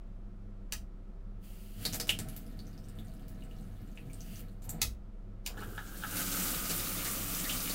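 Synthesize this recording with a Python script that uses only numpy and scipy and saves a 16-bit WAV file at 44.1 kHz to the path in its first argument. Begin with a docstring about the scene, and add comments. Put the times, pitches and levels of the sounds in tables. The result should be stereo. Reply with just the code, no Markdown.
"""An extractor fan hums in a small plastic-walled bathroom. A bath mixer's lever clicks, ringing its
metal body; the valve hisses, the first water slaps the tub, and a thin stream drums and drips on it.
The lever rubs and clicks shut, then clicks over to the shower. Air rushes down the shuddering hose and
gurgles out of the hollow head; then fine jets sizzle on the wall panel and make it drum."""
import sys
import numpy as np
from scipy import signal
from scipy.fft import rfft, irfft
from scipy.io import wavfile

SR = 44100
rng = np.random.default_rng(int(sys.argv[2]) if len(sys.argv) > 2 else 0)


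def digitize_waveform(pressure):
    """Quantize a signal to 16-bit integers and store it at the path in sys.argv[1].

    Rows of a 2-D input are taken as channels; values are limited to [-1, 1].
    """
    field = np.atleast_2d(pressure).T
    bounded = np.clip(field, -1, 1)
    quanta = np.round(bounded * 32767).astype(np.int16)
    wavfile.write(sys.argv[1], SR, quanta)


N = 341334
TIME = np.arange(N) / SR
SPOUT_ON_S, SPOUT_OFF_S, SHOWER_FULL_S = 1.8, 4.44, 6.2

# tub resonances: f/Hz, width/Hz, gain/dB
TUB_MODES = [(98, 10.5, -0.5), (130, 17, -6), (161.2, 8.8, -2.5), (213.7, 12, -1.5), (232, 41, -11.5),
             (267.7, 7.33, -7), (304.4, 15, -14.5), (484, 17, -17), (641.5, 22, -19.5), (760, 27, -24)]
# empty shower head's resonances: f/Hz, width/Hz, gain/dB
HEAD_MODES = [(770, 250, -6.5), (1377, 195, -.5), (1660, 210, -1), (3240, 1000, -9)]


def from_db(db):
    """Decibels to gain."""
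    return 10 ** (np.asarray(db) / 20)


def unit_rms(x):
    """Scale to rms 1."""
    return x / np.sqrt(np.mean(x ** 2) + 1e-20)


def unit_hit(x):
    """Scale to the energy of 4 ms at rms 1."""
    return x * np.sqrt(.004 * SR / np.sum(x ** 2))


def add(track, t_s, sound):
    """Mix a sound into a track at t_s."""
    at = round(t_s * SR)
    track[at:at + len(sound)] += sound[:N - at]


def drift(rate_hz):
    """Slow random wander between knots of spread 1."""
    knots = rng.standard_normal(4000)
    return np.interp(TIME * rate_hz, np.arange(len(knots)), knots)


def swell(start_s, end_s, db, rise_s, fall_s):
    """Gain held from start to end; flanks of 20 dB per rise or fall time."""
    early_s, late_s = np.maximum(start_s - TIME, 0), np.maximum(TIME - end_s, 0)
    return from_db(db - 20 * (early_s / rise_s + late_s / fall_s))


def power_sum(gains):
    """Unrelated swells add in power."""
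    return np.sqrt(np.sum(np.square(gains), axis=0))


def colour(x, spectrum):
    """Minimum-phase filter through (f/Hz, gain/dB) points."""
    size = 8192
    half = size // 2
    hz, db = np.transpose(spectrum)
    grid_hz = np.maximum(np.arange(half + 1) * SR / size, 1)
    gain = from_db(np.interp(np.log(grid_hz), np.log(hz), db))
    cepstrum = irfft(np.log(gain))
    cepstrum[1:half] *= 2
    response = irfft(np.exp(rfft(cepstrum[:half], size)))[:half]
    return signal.oaconvolve(x, np.array(response, ndmin=x.ndim), axes=-1)[..., :x.shape[-1]]


def resonate(x, modes):
    """Parallel resonances of alternating sign."""
    out = 0
    for k, (hz, width_hz, db) in enumerate(modes):
        radius = np.exp(-np.pi * width_hz / SR)
        poles = [1, -2 * radius * np.cos(2 * np.pi * hz / SR), radius * radius]
        gain = (-1) ** k * from_db(db) * (1 - radius * radius) / 2
        out = out + gain * signal.lfilter([1, 0, -1], poles, x + 1e-18)
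    return out


def cavity(x, modes):
    """Sound passes twice, in and out, so the skirts are steep."""
    return resonate(resonate(x, modes), modes)


def diffuse(pair):
    """Two unrelated signals to a stereo field, alike in the bass only; mid rms 1."""
    # stereo width: f/Hz, side gain/dB
    side_spectrum = [(60, -21.5), (110, -22), (200, -15), (380, -7), (700, 0.5), (1290, -2.5), (2380, -3),
                     (4400, 2), (15000, -0.5)]
    mid, side = unit_rms(pair[0]), colour(unit_rms(pair[1]), side_spectrum)
    return np.array([mid + side, mid - side])


def noise_pair():
    """Two unrelated white noises."""
    return rng.standard_normal((2, N))


def impacts(per_s, spread_db):
    """Two random impulse trains, most impulses small, a few large."""
    sizes = from_db(spread_db * np.minimum(rng.exponential(1, (2, N)), 4))
    signs = rng.choice([-1, 1], (2, N))
    return sizes * signs * (rng.random((2, N)) < per_s / SR)


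def burst(length_s):
    """Decaying, pitchless cluster of tiny impacts."""
    t = TIME[:SR // 8]
    envelope = np.exp(-t / max(length_s, 1e-4))
    cluster = rng.standard_normal(len(t)) * envelope
    for _ in range(3):
        whitened = irfft(np.exp(1j * np.angle(rfft(cluster))), len(t))
        cluster = whitened * np.minimum(1, 10 * envelope)
    return cluster


def fan(air_db=-55.5, boom_db=-55, waver_db=0.4):
    """Air noise, the room resonances it stirs and the motor's tones."""
    # air noise: f/Hz, gain/dB
    air_spectrum = [(12, -25.5), (20, -4), (44, -1.5), (68, -9), (86, -23.5), (107, -13.5), (130, -37.5),
                    (204, -22), (234, -26), (388, -38.5), (558, -49), (607, -29.5), (1000, -33),
                    (2460, -43.5), (16000, -64)]
    # room resonances: f/Hz, width/Hz, gain/dB
    room_modes = [(99.8, 10.8, 6.5), (175, 12, 4), (205, 19, 3.5), (379.4, 47, -8), (469, 14, -8),
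                  (523, 68, -13), (672, 24, -12.5), (1310, 96, -21)]
    # shaft and mains tones: f/Hz, level/dB
    motor_tones = [(14.6, -55.5), (33.9, -46), (100, -57.5), (200.1, -61), (300.2, -74.5)]
    air = from_db(air_db) * diffuse(colour(noise_pair(), air_spectrum))
    boom = from_db(boom_db) * diffuse(resonate(noise_pair(), room_modes))
    hum = np.zeros(N)
    for hz, db in motor_tones:
        amplitude = np.sqrt(2) * from_db(db + waver_db * drift(rate_hz=3.2))
        hum += amplitude * np.sin(2 * np.pi * (hz * TIME + rng.random()))
    return air + boom + hum * from_db([[-1.4], [1.3]])


def lever(ring_db=-1.5, stress_db=6, body_db=-17, thud_hz=57, thud_t60_s=0.37):
    """Each detent scrapes to its notch, snaps, rings the metal body and shakes the wall."""
    # detents: t/s, level/dB, contact/s, f struck hardest/Hz, knock/dB, wall thud/dB, scrape/dB
    detents = [(0.7228, -33.5, 0.0015, 5600, 7, -44, -62), (4.8164, -27.5, .0014, 2560, -9, -37, -54),
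               (4.818, -28, 0.001, 6520, -9, -59.5, -56.5), (5.462, -35, 0.0027, 7500, 4, -52, -50)]
    # mixer's metal body: f/Hz, width/Hz, gain/dB
    metal_modes = [(1270, 220, -9), (1850, 260, -6), (2560, 520, -0.5), (3720, 140, -2), (4650, 300, -7),
                   (5300, 450, -6), (6040, 200, -3), (6520, 380, 0), (7400, 470, -6), (8480, 600, -3),
                   (9550, 600, -6), (10950, 600, -7), (12700, 910, -10.5), (15260, 540, -7)]
    # snap and scrape: f/Hz, gain/dB
    contact_spectrum = [(200, -14), (900, -11), (1600, -14), (2600, 0), (4500, 1), (6500, -1.5),
                        (10000, -5.5), (15000, -3.5)]
    knock_modes = [(750, 900, -5), (1280, 380, 0), (1900, 480, 0)]
    clicks, thuds = np.zeros(N), np.zeros(N)
    friction = unit_rms(colour(impacts(per_s=4000, spread_db=4.0)[0], contact_spectrum))
    t = TIME[:3 * SR]
    sway = (1 - np.exp(-t / 0.056)) ** 2 * from_db(-60 * t / thud_t60_s)
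    thud = np.sin(2 * np.pi * thud_hz * t) * sway / sway.max()
    for t_s, db, contact_s, struck_hz, knock_db, thud_db, scrape_db in detents:
        modes = [(hz, width_hz, mode_db + stress_db * (abs(np.log(hz / struck_hz)) < .08))
                 for hz, width_hz, mode_db in metal_modes]
        ring = from_db(ring_db) * unit_hit(resonate(burst(contact_s), modes))
        knock = from_db(body_db + knock_db) * unit_hit(resonate(burst(0.0081), knock_modes))
        snap = unit_hit(colour(burst(contact_s), contact_spectrum))
        add(clicks, t_s, from_db(db) * (snap + ring + knock))
        clicks += swell(t_s, t_s, scrape_db, rise_s=.012, fall_s=contact_s) * friction
        add(thuds, t_s, from_db(thud_db) * thud)
    return clicks, thuds


def valve(steady_flow, open_db=-72, hiss_db=-2, whistle_db=-7):
    """The gap hisses and whistles, most while held part open."""
    # part-open spells: start/s, end/s, level/dB, rise/s, fall/s
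    part_open = [(1.442, 1.8, -59.5, 0.034, .05), (1.832, 1.87, -46, .08, 0.21),
                 (2.296, 2.348, -59, .08, 0.24), (4.333, 4.409, -53.5, 0.29, 0.039)]
    # hiss: f/Hz, gain/dB
    hiss_spectrum = [(700, -29.5), (1300, 0), (2300, 0), (3700, -6.5), (4600, 3.5), (5400, -2.5), (8000, 1),
                     (11500, -3), (12600, 4.5), (16000, 2.5)]
    # gap whistle: f/Hz, width/Hz, gain/dB
    gap_modes = [(2900, 520, -1.5), (9330, 400, -6.5), (10600, 600, -7.5), (14550, 500, -9)]
    envelope = power_sum([from_db(open_db) * steady_flow] + [swell(*spell) for spell in part_open])
    hiss = from_db(hiss_db) * diffuse(colour(noise_pair(), hiss_spectrum))
    whistle = from_db(whistle_db) * diffuse(resonate(noise_pair(), gap_modes))
    return envelope * (hiss + whistle)


def droplets(per_s, spread_db, low_hz, high_hz, q, bands=12):
    """Flying drops land at random, each ticking in the band its size sets."""
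    landings = impacts(per_s, spread_db)[0]
    band = rng.integers(0, bands, N)
    centres_hz = np.geomspace(low_hz, high_hz, bands)
    ticks = sum(resonate(landings * (band == k), [(hz, hz / q, 0)]) for k, hz in enumerate(centres_hz))
    return unit_rms(ticks)


def spout(drum_db=-49.5, splash_db=-73.5, spatter_db=-80, splash_exponent=1.63):
    """The stream from the valve breaks into drops that drum on the tub, splash and spatter."""
    # gushes at onset and collapse: start/s, end/s, level/dB re steady flow, rise/s, fall/s
    gushes = [(1.815, 2.278, 3.5, 0.1, 0.26), (4.684, 4.86, 3, .08, 0.16)]
    # splash: f/Hz, gain/dB
    splash_spectrum = [(300, -2), (650, 7.5), (900, 5.5), (1300, 21), (2500, 13.5), (4500, 8.5),
                       (8000, -33.5), (15000, -15)]
    steady_flow = swell(SPOUT_ON_S, SPOUT_OFF_S, db=0, rise_s=0.097, fall_s=.4)
    flow = power_sum([steady_flow] + [swell(*gush) for gush in gushes])
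    hiss = valve(steady_flow)
    drum = from_db(drum_db) * diffuse(resonate(impacts(per_s=300, spread_db=2.0), TUB_MODES))
    splash = from_db(splash_db) * unit_rms(colour(impacts(per_s=260, spread_db=0.5)[0], splash_spectrum))
    spatter = from_db(spatter_db) * droplets(per_s=170, spread_db=4.3, low_hz=4500, high_hz=14500, q=5)
    return flow ** splash_exponent * (splash + spatter), hiss + flow * drum


def bubble(hz, cycles=25, rise=0.031):
    """An air pocket rings down 60 dB over the given cycles, its pitch rising as it surfaces."""
    age = TIME[:SR // 8] * hz / cycles
    phase = 2 * np.pi * np.cumsum(hz * (1 + rise * np.minimum(age, 1))) / SR
    return unit_hit(np.sin(phase) * from_db(-60 * age))


def drips(gain_db=-8, small_per_s=22, low_hz=2960, high_hz=9970, rebound_db=-10, rebound_s=.025):
    """Each drop: impact tick, bubble plink, two rebounds. Small drops fall between the big ones."""
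    # big drops from spout, then shower head: t/s, relative level/dB, bubble f/Hz, tick/dB re bubble
    big_drops = [(2.4652, -54, 10600, -2), (2.5154, -62, 4040, 0), (2.5916, -43.5, 4450, -8),
                 (2.6696, -52.5, 6050, -7), (2.7311, -57, 4860, -2), (2.778, -51.5, 5230, -6),
                 (2.8418, -57, 5700, -5), (2.8858, -50, 8900, -4), (2.9879, -45, 3520, -8),
                 (2.998, -59, 11500, -1), (3.0489, -56, 9130, -6), (3.0833, -59, 4680, 2),
                 (3.138, -55, 10000, -1), (3.196, -57.5, 3200, 1), (3.283, -49, 14600, 0),
                 (3.318, -60, 10500, -5), (3.423, -50, 2830, -10), (3.438, -56, 8300, -4),
                 (3.5115, -51, 2850, -8), (3.5861, -57, 4100, 2), (3.9553, -59, 9400, -3),
                 (3.975, -39.5, 2620, -20), (4.0997, -50, 2330, -5), (4.1332, -43.5, 8670, -8),
                 (4.2067, -42.5, 6080, -8), (4.2793, -54, 3090, -5), (4.358, -45.5, 6150, -8),
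                 (4.3948, -44, 13400, -10), (4.4845, -58, 4170, 0), (5.577, -52, 7000, 0),
                 (5.594, -48, 4200, -4), (5.606, -49, 9000, 2), (5.635, -48, 10000, 3),
                 (5.706, -46, 14000, -7), (5.862, -51, 7400, -5), (5.875, -48, 6700, -7),
                 (5.975, -46, 9000, 0)]
    # impact tick: f/Hz, gain/dB
    tick_spectrum = [(500, -13.5), (2000, -4), (5000, -4.5), (9000, -0.5), (15000, 0.5)]
    small_drops = []
    for k, (jitter, size, pitch) in enumerate(rng.random((150, 3))):
        t_s = SPOUT_ON_S + (k + jitter) / small_per_s
        if t_s < SPOUT_OFF_S:
            small_drops.append((t_s, -63 + 4.5 * (2 * size - 1), low_hz * (high_hz / low_hz) ** pitch, -2))
    out = np.zeros(N)
    tick = unit_hit(colour(burst(0.00055), tick_spectrum))
    for t_s, db, hz, tick_db in big_drops + small_drops:
        add(out, t_s, from_db(db) * (from_db(tick_db) * tick + bubble(hz)))
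        for flight_s in rebound_s * rng.random(2):
            add(out, t_s + flight_s, from_db(db + tick_db + rebound_db) * tick)
    return from_db(gain_db) * out


def slaps(pocket_q=3.6, tub_db=-14):
    """A slug of water bursts into spray, squeezes an air pocket and knocks the tub's upper modes."""
    # slugs on tub and wall: t/s, level/dB, length/s, pocket f/Hz, pocket/dB re spray
    slugs = [(1.852, -31, 0.0046, 4300, 0.5), (1.926, -45.5, .002, 6100, 2),
             (1.933, -35.5, 0.003, 6300, -6), (1.943, -35, .009, 13500, -4),
             (1.9995, -32, 0.0044, 5100, -3), (2.071, -45, .003, 13000, -9), (2.079, -44, .005, 14000, -6),
             (2.092, -28.8, 0.005, 2850, 6.5), (2.1888, -36.5, 0.0025, 8200, -7.5),
             (2.2865, -50, .002, 11000, 0), (2.364, -48.5, .003, 14100, 4), (4.62, -57, .01, 7400, -1.5),
             (4.641, -55, .012, 13000, 1), (4.692, -49, .002, 7600, 10), (4.694, -52, .006, 13500, 11),
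             (6.698, -31, 0.021, 2800, -9.5), (7.05, -33, 0.023, 2000, -8), (7.439, -44, .025, 1900, 5),
             (7.492, -35, 0.02, 3000, 3.5), (7.696, -35.5, .009, 4400, -4)]
    # bursting slug: f/Hz, gain/dB
    slap_spectrum = [(200, 4), (900, -5.5), (1500, -2.5), (5000, -2), (9000, -1), (15000, -4.5)]
    upper_modes = [mode for mode in TUB_MODES if mode[0] > 400]
    out = np.zeros(N)
    for t_s, db, length_s, hz, pocket_db in slugs:
        pocket = from_db(pocket_db) * unit_hit(cavity(burst(length_s), [(hz, hz / pocket_q, 0)]))
        knock = from_db(tub_db) * unit_hit(resonate(burst(length_s), upper_modes))
        spray = unit_hit(colour(burst(length_s), slap_spectrum))
        add(out, t_s, from_db(db) * (spray + pocket + knock))
    return out


def cartridge_rub():
    """The cartridge's discs stick and slip as they slide shut."""
    # cartridge resonances: f/Hz, width/Hz, gain/dB
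    cartridge_modes = [(670, 130, 0), (950, 200, -7)]
    rubbing = diffuse(resonate(impacts(per_s=500, spread_db=2.0), cartridge_modes))
    return swell(4.69, 4.79, db=-59.5, rise_s=.08, fall_s=.05) * rubbing


def hose():
    """Air rushes down the empty hose; its wall shudders as the water arrives."""
    # hose wall: f/Hz, width/Hz, gain/dB
    hose_modes = [(102, 11.5, 1.5), (250, 110, -14), (430, 70, -11)]
    # air column: f/Hz, width/Hz, gain/dB
    bore_modes = [(370, 110, -3), (490, 130, -1), (700, 170, 0), (1450, 400, -7)]
    shudder = diffuse(resonate(impacts(per_s=900, spread_db=1.5), hose_modes))
    air = diffuse(resonate(noise_pair(), bore_modes))
    return (swell(5.49, 5.6, db=-57, rise_s=.05, fall_s=.28) * air
            + swell(5.57, 5.72, db=-48, rise_s=.06, fall_s=.13) * shudder)


def gurgles():
    """Air driven from the hose rings the hollow head, each surge at its own pitch."""
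    # air surges: t/s, level/dB, length/s, pitch ratio to empty head
    surges = [(5.571, -44.5, 0.006, 1.03), (5.607, -44.5, 0.006, 0.83), (5.62, -41, 0.008, 0.97),
              (5.7775, -36.5, 0.0028, 1.01), (5.94, -52, 0.0088, 1.05), (6.034, -34, .0025, .98),
              (6.115, -45, .008, 0.99), (6.181, -43, .01, 0.96)]
    out = np.zeros(N)
    for t_s, db, length_s, ratio in surges:
        modes = [(hz * ratio, width_hz, mode_db) for hz, width_hz, mode_db in HEAD_MODES]
        add(out, t_s, from_db(db) * unit_hit(cavity(burst(length_s), modes)))
    return out


def shower_pressure(dribble_db=-29, sag_db_per_s=0.4, waver_db=1):
    """A dribble, an airy spurt, then full pressure (about 1) that wavers and sags."""
    dribble = np.full(N, from_db(dribble_db))
    spurt = swell(6, 6, db=-18, rise_s=1.3, fall_s=0.15)
    sag_db = sag_db_per_s * np.maximum(TIME - SHOWER_FULL_S, 0)
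    full = swell(SHOWER_FULL_S, np.inf, waver_db * drift(rate_hz=11) - sag_db, rise_s=.26, fall_s=1)
    return power_sum([dribble, spurt, full])


def shower_head(pressure, ring_db=-46.5, fade_db_per_s=3, echo_db=-5):
    """Flow rings the head: lower as it fills, fainter as the last air leaves."""
    # filling head: t/s, pitch ratio to empty head
    pitch_curve = [(5.5, 0.94), (5.9, 0.97), (6.2, 0.93), (6.8, 0.88), (7.3, .845), (7.74, 0.86)]
    ringing = cavity(impacts(per_s=2500, spread_db=3.5), HEAD_MODES)
    position = np.cumsum(np.interp(TIME, *np.transpose(pitch_curve)))
    direct, echo = [unit_rms(np.interp(position % N, np.arange(N), part)) for part in ringing]
    fade_db = fade_db_per_s * np.maximum(TIME - SHOWER_FULL_S, 0)
    envelope = from_db(ring_db - fade_db) * np.sqrt(pressure)
    return envelope * (direct + from_db(echo_db) * echo * [[.5], [-.5]])


def shower(on_s=5.58, sizzle_db=-36, patter_db=-45.5, wall_db=-44.3, wall_exponent=0.57):
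    """Hose and head feed fine jets that sizzle and drum on the wall panel; larger drops patter."""
    # jet sizzle: f/Hz, gain/dB
    spray_spectrum = [(300, -7), (600, -3.5), (950, -4.5), (1850, -2), (2900, -0.5), (3700, -3),
                      (4900, -2.5), (6200, 0), (9400, 2), (11400, 0), (13200, 5.5), (16000, 4)]
    # wall panel: f/Hz, width/Hz, gain/dB
    panel_modes = [(102.8, 5, -1.5), (132, 12, -12), (168.3, 23, -2.5), (194.7, 16, -1), (250, 87, -6.5),
                   (305, 50, -4.5), (349, 21.6, -9.5), (472, 65, -15), (541, 39, -13), (681, 20, -17)]
    opened = swell(on_s, np.inf, db=0, rise_s=0.07, fall_s=1)
    pressure = shower_pressure()
    jets = diffuse(colour(impacts(per_s=16000, spread_db=1.5), spray_spectrum))
    large_drops = droplets(per_s=600, spread_db=4.4, low_hz=2200, high_hz=13000, q=3)
    panel = diffuse(resonate(impacts(per_s=900, spread_db=1.8), panel_modes))
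    sizzle = from_db(sizzle_db) * pressure * jets
    patter = from_db(patter_db) * pressure * large_drops
    drum = from_db(wall_db) * pressure ** wall_exponent * panel
    return opened * patter, hose() + opened * (sizzle + drum + shower_head(pressure))


def bathroom(x, t60_s=.17, tail_db=1.3, ceiling_s=.0125, ceiling_db=-10, build_s=0.0017):
    """Direct sound, a scattered ceiling echo and a short dense tail."""
    t = TIME[:SR // 3]
    tail = from_db(-60 * t / t60_s) * (1 - np.exp(-t / build_s))
    echo = np.exp(-((t - ceiling_s) / build_s) ** 2)
    envelope = from_db(tail_db) * unit_rms(tail) + from_db(ceiling_db) * unit_rms(echo)
    response = diffuse(rng.standard_normal((2, len(t)))) * envelope / np.sqrt(len(t))
    response[:, 0] += 1
    return signal.oaconvolve(x[None], response, axes=-1)[:, :N]


def scene():
    """Sharp sounds echo in the room; steady ones are already diffuse."""
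    clicks, thuds = lever()
    splash, running = spout()
    patter, spraying = shower()
    sharp = clicks + slaps() + drips() + gurgles() + splash + patter
    echoing = bathroom(sharp) * from_db([[-.5], [-1.5]])
    return echoing + thuds + cartridge_rub() + running + spraying + fan()


def record(dry):
    """Steep elliptic low-pass."""
    cutoff_hz = 15750
    return signal.sosfilt(signal.ellip(12, .1, 80, cutoff_hz, fs=SR, output="sos"), dry)


dry = scene()
out = record(dry)
digitize_waveform(out)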